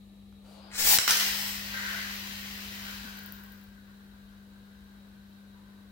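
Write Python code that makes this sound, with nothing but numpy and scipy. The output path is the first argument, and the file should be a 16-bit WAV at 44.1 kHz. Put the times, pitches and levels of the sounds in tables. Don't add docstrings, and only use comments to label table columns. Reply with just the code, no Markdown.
import sys
import numpy as np
from scipy import signal
from scipy.fft import rfft, irfft, next_fast_len
from scipy.io import wavfile
from scipy.ndimage import uniform_filter1d, minimum_filter1d, map_coordinates

SR = 44100
rng = np.random.default_rng(int(sys.argv[2]) if len(sys.argv) > 2 else 0)


def unload_wav(signal):
    wavfile.write(
        sys.argv[1],
        SR,
        np.round(np.clip(np.atleast_2d(signal).T, -1, 1) * 32767).astype(np.int16),
    )


N = 260631
T = np.arange(N) / SR


def amp(db):
    return 10 ** (np.asarray(db) / 20)


def unit(x):
    return x / np.sqrt(np.mean(x ** 2) + 1e-20)


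def along(points, hz):
    f, values = np.transpose(points)
    return np.interp(np.log(hz + 1), np.log(f + 1), values)


def curves(rows):
    seconds, *columns = np.transpose(rows)
    return [np.interp(T, seconds, column) for column in columns]


def wobble(rate):
    knots = rng.standard_normal(int(N * rate / SR) + 4)
    return map_coordinates(knots, [T * rate])


def since(s):
    return np.maximum(T - s, 0)


def gate(start, length, attack, release):
    rise = np.clip((T - start) / attack, 0, 1)
    fall = np.clip(1 - (T - start - length) / release, 0, 1)
    return rise * fall


def filtered(x, response):
    m = next_fast_len(N + SR // 2)
    return irfft(rfft(x, m) * response(np.fft.rfftfreq(m, 1 / SR)), m)[..., :N]


def coloured(x, spectrum):
    size = 4096
    log_magnitude = np.log(amp(along(spectrum, np.fft.rfftfreq(size, 1 / SR))) + 1e-6)
    cepstrum = irfft(log_magnitude)
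    cepstrum[1:size // 2] *= 2
    cepstrum[size // 2 + 1:] = 0
    kernel = irfft(np.exp(rfft(cepstrum)))
    return signal.fftconvolve(x, kernel / np.linalg.norm(kernel))[:len(x)]


def resonate(x, modes):
    def response(f):
        total = 0
        for k, (centre, width, db) in enumerate(modes):
            damping = 1j * f * width
            total = total + (-1) ** k * amp(db) * damping / (centre * centre - f * f + damping)
        return total
    return filtered(x, response)


def ringing(x, hz, width, db=0):
    def response(f):
        damping = 1j * f * 1.5 * width
        return (damping / (hz * hz - f * f + damping)) ** 2
    return amp(db) * unit(filtered(x, response))


def burst(s, t60):
    t = np.arange(SR // 20) / SR
    puff = rng.standard_normal(len(t)) * amp(-60 * t / t60)
    out = np.zeros(N + len(t))
    out[round(s * SR):][:len(t)] = puff / np.linalg.norm(puff)
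    return out[:N]


def in_room(x, lead_ms, pan_db, wet_db):
    # (frequency [Hz], t60 [s])
    reverb_times = [(200, 0.21), (1500, 0.49), (5000, 0.68), (15000, 0.22)]
    hop, size = SR // 25, SR // 3
    hz, t, _ = signal.stft(np.zeros(size), SR, nperseg=256)
    build_up = 1 - np.exp(-t / 0.0029)
    decay = amp(-60 * t / along(reverb_times, hz)[:, None]) * build_up
    padded = np.pad(x, (hop, 2 * hop))
    fade = np.sin(np.pi * np.arange(2 * hop) / (2 * hop))
    wet = np.zeros((2, N + 2 * size))
    for start in range(0, N, hop):
        piece = padded[start:start + 2 * hop] * fade
        if np.abs(piece).max() > 1e-6:
            noise = signal.stft(rng.standard_normal((2, size)), nperseg=256)[2]
            tail = signal.istft(noise * decay, nperseg=256)[1]
            answer = signal.fftconvolve(piece[None], tail / np.linalg.norm(tail[0]), axes=1)
            wet[:, start:start + answer.shape[1]] += answer
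    sides = np.array([[.5], [-.5]])
    direct = filtered(x, lambda f: np.exp(2j * np.pi * f * sides * lead_ms / 1000))
    mixed = direct + amp(wet_db) * wet[:, hop:hop + N]
    return mixed * amp(sides * pan_db) / np.sqrt(1 + amp(2 * wet_db))


def room_tone():
    # (frequency [Hz], relative level [dB])
    motor_lines = [(48.4, -13), (57, -25), (96.9, -12.5), (145.3, -20.5)]
    # (frequency [Hz], relative spectral density [dB])
    rumble_spectrum = [(20, -18.5), (38, -13), (55, 4), (80, -2), (120, -11), (200, -10), (320, -11.5),
                       (600, -19.5), (1500, -47)]
    # (frequency [Hz], relative spectral density [dB])
    air_spectrum = [(240, -39), (400, -7), (777, -8.5), (1030, -14.5), (1230, -8.5), (1440, -18.5),
                    (1790, -16.5), (2050, -16), (3640, -14), (4440, -18.5), (5690, -23.5), (13900, -22.5),
                    (16000, -26.5)]
    # (frequency [Hz], width [Hz], relative gain [dB])
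    thin_tones = [(1760, 45, -9), (3870, 45, 1), (4327, 120, -8)]
    # (start [s], length [s], attack [s], release [s])
    hum_swell = (0.71, 2.34, 0.71, 0.71)
    hum_hz, slip_s = 199.5, 3.052

    def line(hz, phase):
        return np.sqrt(2) * np.sin(2 * np.pi * hz * T + phase)

    def noise(spectrum):
        return coloured(rng.standard_normal(N), spectrum)

    hum_db = -52.6 + 5 * gate(*hum_swell)
    slip = np.pi * np.clip((T - slip_s) / .012 + .5, 0, 1)
    hum = amp(0.1 * wobble(34)) * line(hum_hz, slip + 0.1 * wobble(2.5))
    motor = sum(amp(db - 1.5 + 1.2 * wobble(8.5)) * line(hz, 1.2 * wobble(9)) for hz, db in motor_lines)
    shared_rumble = amp(-8.5) * noise(rumble_spectrum)
    separate_rumble = amp(-19.5) * np.array([noise(rumble_spectrum), noise(rumble_spectrum)])
    machine = amp(hum_db) * (hum + motor + shared_rumble + separate_rumble)
    hiss = amp(-66.0) * np.array([noise(air_spectrum), noise(air_spectrum)])
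    tones = amp(-71.5) * unit(resonate(rng.standard_normal((2, N)), thin_tones))
    return machine * amp([[1.8], [-2.2]]) + (hiss + tones) * amp([[1], [-1]])


def fingers():
    # (frequency [Hz], relative spectral density [dB])
    skin_spectrum = [(180, -41.5), (300, 1), (398, -6), (537, 5.5), (1250, -3.5), (1430, -5.5),
                     (1580, -13.5), (2140, -12.5), (4750, -8.5), (5800, -30), (16000, -32)]
    # (start [s], length [s], frequency [Hz], width [Hz], level [dB])
    rubs = [(0.427, .12, 7600, 6000, -66.5), (0.449, .1, 4420, 450, -69), (.6, .06, 4870, 60, -62.5),
            (.6, .08, 1440, 201, -65)]
    grip_start, grip_s = .41, .29
    start_db, tighten_db_per_s = -60.5, 21

    def friction():
        return amp(1.1 * wobble(45.0)) * rng.standard_normal(N)

    grip_db = start_db + tighten_db_per_s * np.minimum(since(grip_start), grip_s)
    sliding = gate(grip_start, grip_s, attack=0.0404, release=.06)
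    slide = sliding * amp(grip_db) * coloured(friction(), skin_spectrum)
    squeaks = np.zeros(N)
    for s, length, *mode in rubs:
        squeaks += gate(s, length, attack=0.027, release=.04) * ringing(friction(), *mode)
    return in_room(slide + squeaks, lead_ms=0, pan_db=6.5, wet_db=3.5)


def ticks():
    # (time [s], relative level [dB])
    clear = [(3.19, -38), (3.2359, -40), (3.261, -36), (3.2748, -43), (3.3232, -34), (3.4369, -43),
             (3.4619, -47), (3.5206, -41), (3.6383, -52), (5.2974, -62.5)]
    # (frequency [Hz], relative spectral density [dB])
    tick_spectrum = [(3000, -24), (10000, -25), (13000, -7.5), (15500, -1), (16500, -43)]
    creak_start, creak_s = 3.17, .48
    creak_db, fade_db_per_s = -44, 17
    faint = []
    for age, weak in rng.random(size=(22, 2)) * [creak_s, 1]:
        faint.append((creak_start + age, creak_db - fade_db_per_s * age - 6 * weak))
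    snaps = sum(amp(db + 15.0) * burst(s, t60=0.0076) for s, db in clear + faint)
    return in_room(coloured(snaps, tick_spectrum), lead_ms=0, pan_db=8, wet_db=-2.5)


def launcher():
    # (time [s], tooth rate [teeth/s])
    tooth_rates = [(.695, 39.5), (.725, 135), (.792, 520), (.88, 790), (.98, 820)]
    # (frequency [Hz], relative spectral density [dB])
    gear_spectrum = [(150, -23.5), (250, -13), (486, -6.5), (588, -15.5), (807, -7), (1260, -14.5),
                     (1730, -4), (2330, -2), (2520, -6), (2960, -2.5), (3350, -3), (4320, -1.5),
                     (7640, -2.5), (9240, -6.5), (11000, -13), (14300, -53.5), (22000, -120)]
    # (frequency [Hz], relative spectral density [dB])
    hiss_spectrum = [(7000, -44.5), (9500, -11.5), (12000, -4), (14000, 0.5), (15800, 2), (16500, -59)]
    # (time [s], relative level [dB])
    jolts = [(0.7277, -53), (.7465, -43), (0.8892, -24.5), (0.9076, -31)]
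    # (frequency [Hz], width [Hz], relative gain [dB])
    casing_modes = [(5220, 330, 9.5), (8000, 1200, 3)]
    # (frequency [Hz], width [Hz])
    spool_mode = (1720, 710)
    # (frequency [Hz], width [Hz])
    cavity_mode = (813, 110)
    release_s = 0.95
    rewind_s, rewind_db, rewind_fade_db_per_s = .58, -37, 7

    rate, = curves(tooth_rates)
    teeth = np.cumsum(rate * amp(.5 * wobble(150))) / SR
    judder = amp(1.94 * wobble(110))

    def driven(db, power):
        return amp(db) * (rate / rate.max()) ** power

    def snaps():
        decay = np.exp(-(teeth % 1) * 2)
        return unit(decay * judder * amp(0.81 * wobble(500)) * rng.standard_normal(N))

    catches = sum(amp(db + 27) * burst(s, t60=.016) for s, db in jolts)
    rattle = coloured(driven(db=-24.5, power=1.67) * snaps() + catches, gear_spectrum)
    hiss = driven(db=-20.5, power=2.9) * coloured(snaps(), hiss_spectrum)
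    shell_onset = np.clip(rate / 450, 0, 1) ** 2
    shell = driven(db=-33.5, power=0.84) * shell_onset * unit(resonate(snaps(), casing_modes))
    spool = driven(db=-42, power=.35) * ringing(snaps(), *spool_mode)
    mesh = driven(db=-47.5, power=2.1) * amp(5.0 * wobble(130)) * np.sin(2 * np.pi * teeth)
    cavity = driven(db=-37, power=8) * ringing(snaps(), *cavity_mode)
    start = tooth_rates[0][0]
    pulling = gate(start, release_s - start, attack=.02, release=.008)
    draught_spectrum = [(20, 3), (70, -10), (130, -12.5), (400, -46), (2000, -90.5)]  # (frequency [Hz], [dB])
    draught = driven(db=-44, power=1.94) * coloured(rng.standard_normal(N), draught_spectrum)
    rewind_level = amp(rewind_db - rewind_fade_db_per_s * since(release_s))
    winding = gate(release_s, rewind_s, attack=.03, release=.06) * rewind_level
    rewind = coloured(snaps(), hiss_spectrum) + amp(-3.0) * unit(resonate(snaps(), casing_modes))
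    gears = pulling * (rattle + hiss + shell + spool + mesh + cavity) + winding * rewind
    return in_room(gears, lead_ms=.12, pan_db=4.0, wet_db=4.5) + pulling * draught


def landing():
    # (time [s], relative level [dB], tilt [dB/decade about 1500 Hz])
    blows = [(.326, -61, -15), (.986, -7.5, 0), (0.987, -6, -4.5), (1.0785, -21, -6.5), (1.1082, -13, 8),
             (1.112, -18.5, 2.5), (1.171, -18.5, 10.5)]
    # (frequency [Hz], relative spectral density [dB])
    strike_spectrum = [(200, -13.5), (800, -8.5), (1600, 3.5), (2400, -7.5), (5000, 1), (15800, -11),
                       (16500, -32)]
    # (frequency [Hz], width [Hz], relative gain [dB])
    shell_modes = [(1390, 83, -3), (1794, 77, 7), (2394, 180, -2.5)]
    cracks = np.zeros(N)
    for s, db, bright_db in blows:
        tilted = [(hz, level + bright_db * np.log10(hz / 1500)) for hz, level in strike_spectrum]
        cracks += amp(db + 22.5) * coloured(burst(s, t60=0.0095), tilted)
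    ring = amp(-0.5) * resonate(cracks, shell_modes)
    return in_room(cracks + ring, lead_ms=-0.034, pan_db=-1.5, wet_db=-1.0)


def leaning():
    # (start [s], length [s], initial extra level [dB] of scrape, low mode, main mode, upper mode)
    leans = [(1.69, 0.35, 3, 5.6, 19, 9.5), (2.78, 0.62, 0, 6.8, 11, -1.5),
             (3.338, 0.074, -1.5, 7.2, 1.8, -1), (4.5, .69, 1.5, 2, 1.48, 2), (5.48, .45, 1, 8.4, 2, 5)]
    attack_s, release_s, righting_s = 0.059, 0.13, 0.86
    total = 0
    for s, length, *extra_db in leans:
        course = gate(s, length, attack_s, release_s) * np.exp(-since(s) / righting_s)
        total = total + np.outer(extra_db, course)
    return total


def top():
    # (time [s], spin [turns/s])
    spin_rates = [(1, 88.3), (1.9, 79.7), (4.2, 56), (5.9, 46)]
    # (frequency [Hz], width [Hz], relative level [dB])
    body_modes = [(1010, 220, -2), (1540, 172, -0.5), (1915, 267, 0.5)]
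    # (frequency [Hz], width [Hz], relative level [dB])
    overtone = (3930, 450, -15)
    # (frequency [Hz], relative spectral density [dB])
    scrape_spectrum = [(1350, -26), (2300, 0.5), (3140, 2.5), (3480, -2.5), (3940, 0.5), (4440, -0.5),
                       (6050, -5.5), (6580, -6.5), (10000, -20.5), (12000, -10), (15600, -55),
                       (22000, -120)]
    # (frequency [Hz], relative spectral density [dB])
    tile_spectrum = [(150, -15), (350, -5), (750, 0.5), (1350, 1.5), (1800, 0), (2600, -43)]
    # (frequency [Hz], relative spectral density [dB])
    sizzle_spectrum = [(5500, -23), (7500, -13), (10000, -8.5), (12500, -7), (14000, 0.5), (15800, 2.5),
                       (16500, -48.5)]
    contact = {"scrape": (18.3, -42, -64.5), "tile": (19, -52, -67), "sizzle": (22.3, -44.5, -64),
               "low": (12, -57.5, -63.5), "main": (13, -54.5, -58), "upper": (17.7, -48, -70)}
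    landing_s = 0.98
    skid_s, skid_curve = 0.72, 1.65
    settle_start, settle_s = 2.915, 0.85
    spin_power = 2.04
    nod_rate, nod_db = 8, 1.4

    spin, = curves(spin_rates)
    skid = np.clip(1 - since(landing_s) / skid_s, 0, 1) ** skid_curve
    settled = np.clip(since(settle_start) / settle_s, 0, 1)
    level = {}
    for part, (skid_db, skating_db, settled_db) in contact.items():
        level[part] = skid_db * skid + skating_db * (1 - settled) + settled_db * settled
    scrape_lean, *mode_leans = leaning()
    nod = nod_db * np.sin(2 * np.pi * nod_rate * T + 1.2 * wobble(4))
    mode_db = [level[part] + lean + nod + .9 * wobble(14)
               for part, lean in zip(["low", "main", "upper"], mode_leans)]
    turns = np.cumsum(spin * amp(0.6 * wobble(24.79))) / SR
    pressure_db = 3 * np.cos(2 * np.pi * turns) + 1.84 * wobble(250) + 0.47 * wobble(22.067)

    def grit(depth):
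        return unit(amp(depth * pressure_db) * rng.standard_normal(N))

    modes = zip([*mode_db, mode_db[1]], [*body_modes, overtone])
    body = sum(amp(db) * ringing(grit(depth=0.9), *mode) for db, mode in modes)
    scrape = amp(level["scrape"] + scrape_lean) * coloured(grit(depth=1.11), scrape_spectrum)
    tile = amp(level["tile"] + scrape_lean) * coloured(grit(depth=0.98), tile_spectrum)
    sizzle = amp(level["sizzle"]) * coloured(grit(depth=0.72), sizzle_spectrum)
    touchdown = np.clip(since(landing_s) / 0.0056, 0, 1)
    drive = touchdown * (spin / spin.max()) ** spin_power
    return in_room(drive * (body + scrape + tile + sizzle), lead_ms=-0.236, pan_db=3.5, wet_db=4)


def scene():
    return room_tone() + fingers() + ticks() + launcher() + landing() + top()


def limiter(x, ceiling_db):
    power = uniform_filter1d(np.mean(x ** 2, axis=0), size=128)
    level = np.sqrt(np.abs(power) + 1e-12)
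    hold, ahead = round(.095 * SR), round(.007 * SR)
    needed = np.minimum(1, amp(ceiling_db) / level)
    gain = minimum_filter1d(needed, hold, origin=hold // 2 - ahead - 1)
    return x * uniform_filter1d(gain, size=64)


def record(dry):
    top_hz = 15950
    return filtered(limiter(dry, ceiling_db=-15.5), lambda hz: hz < top_hz)


dry = scene()
out = record(dry)
unload_wav(out)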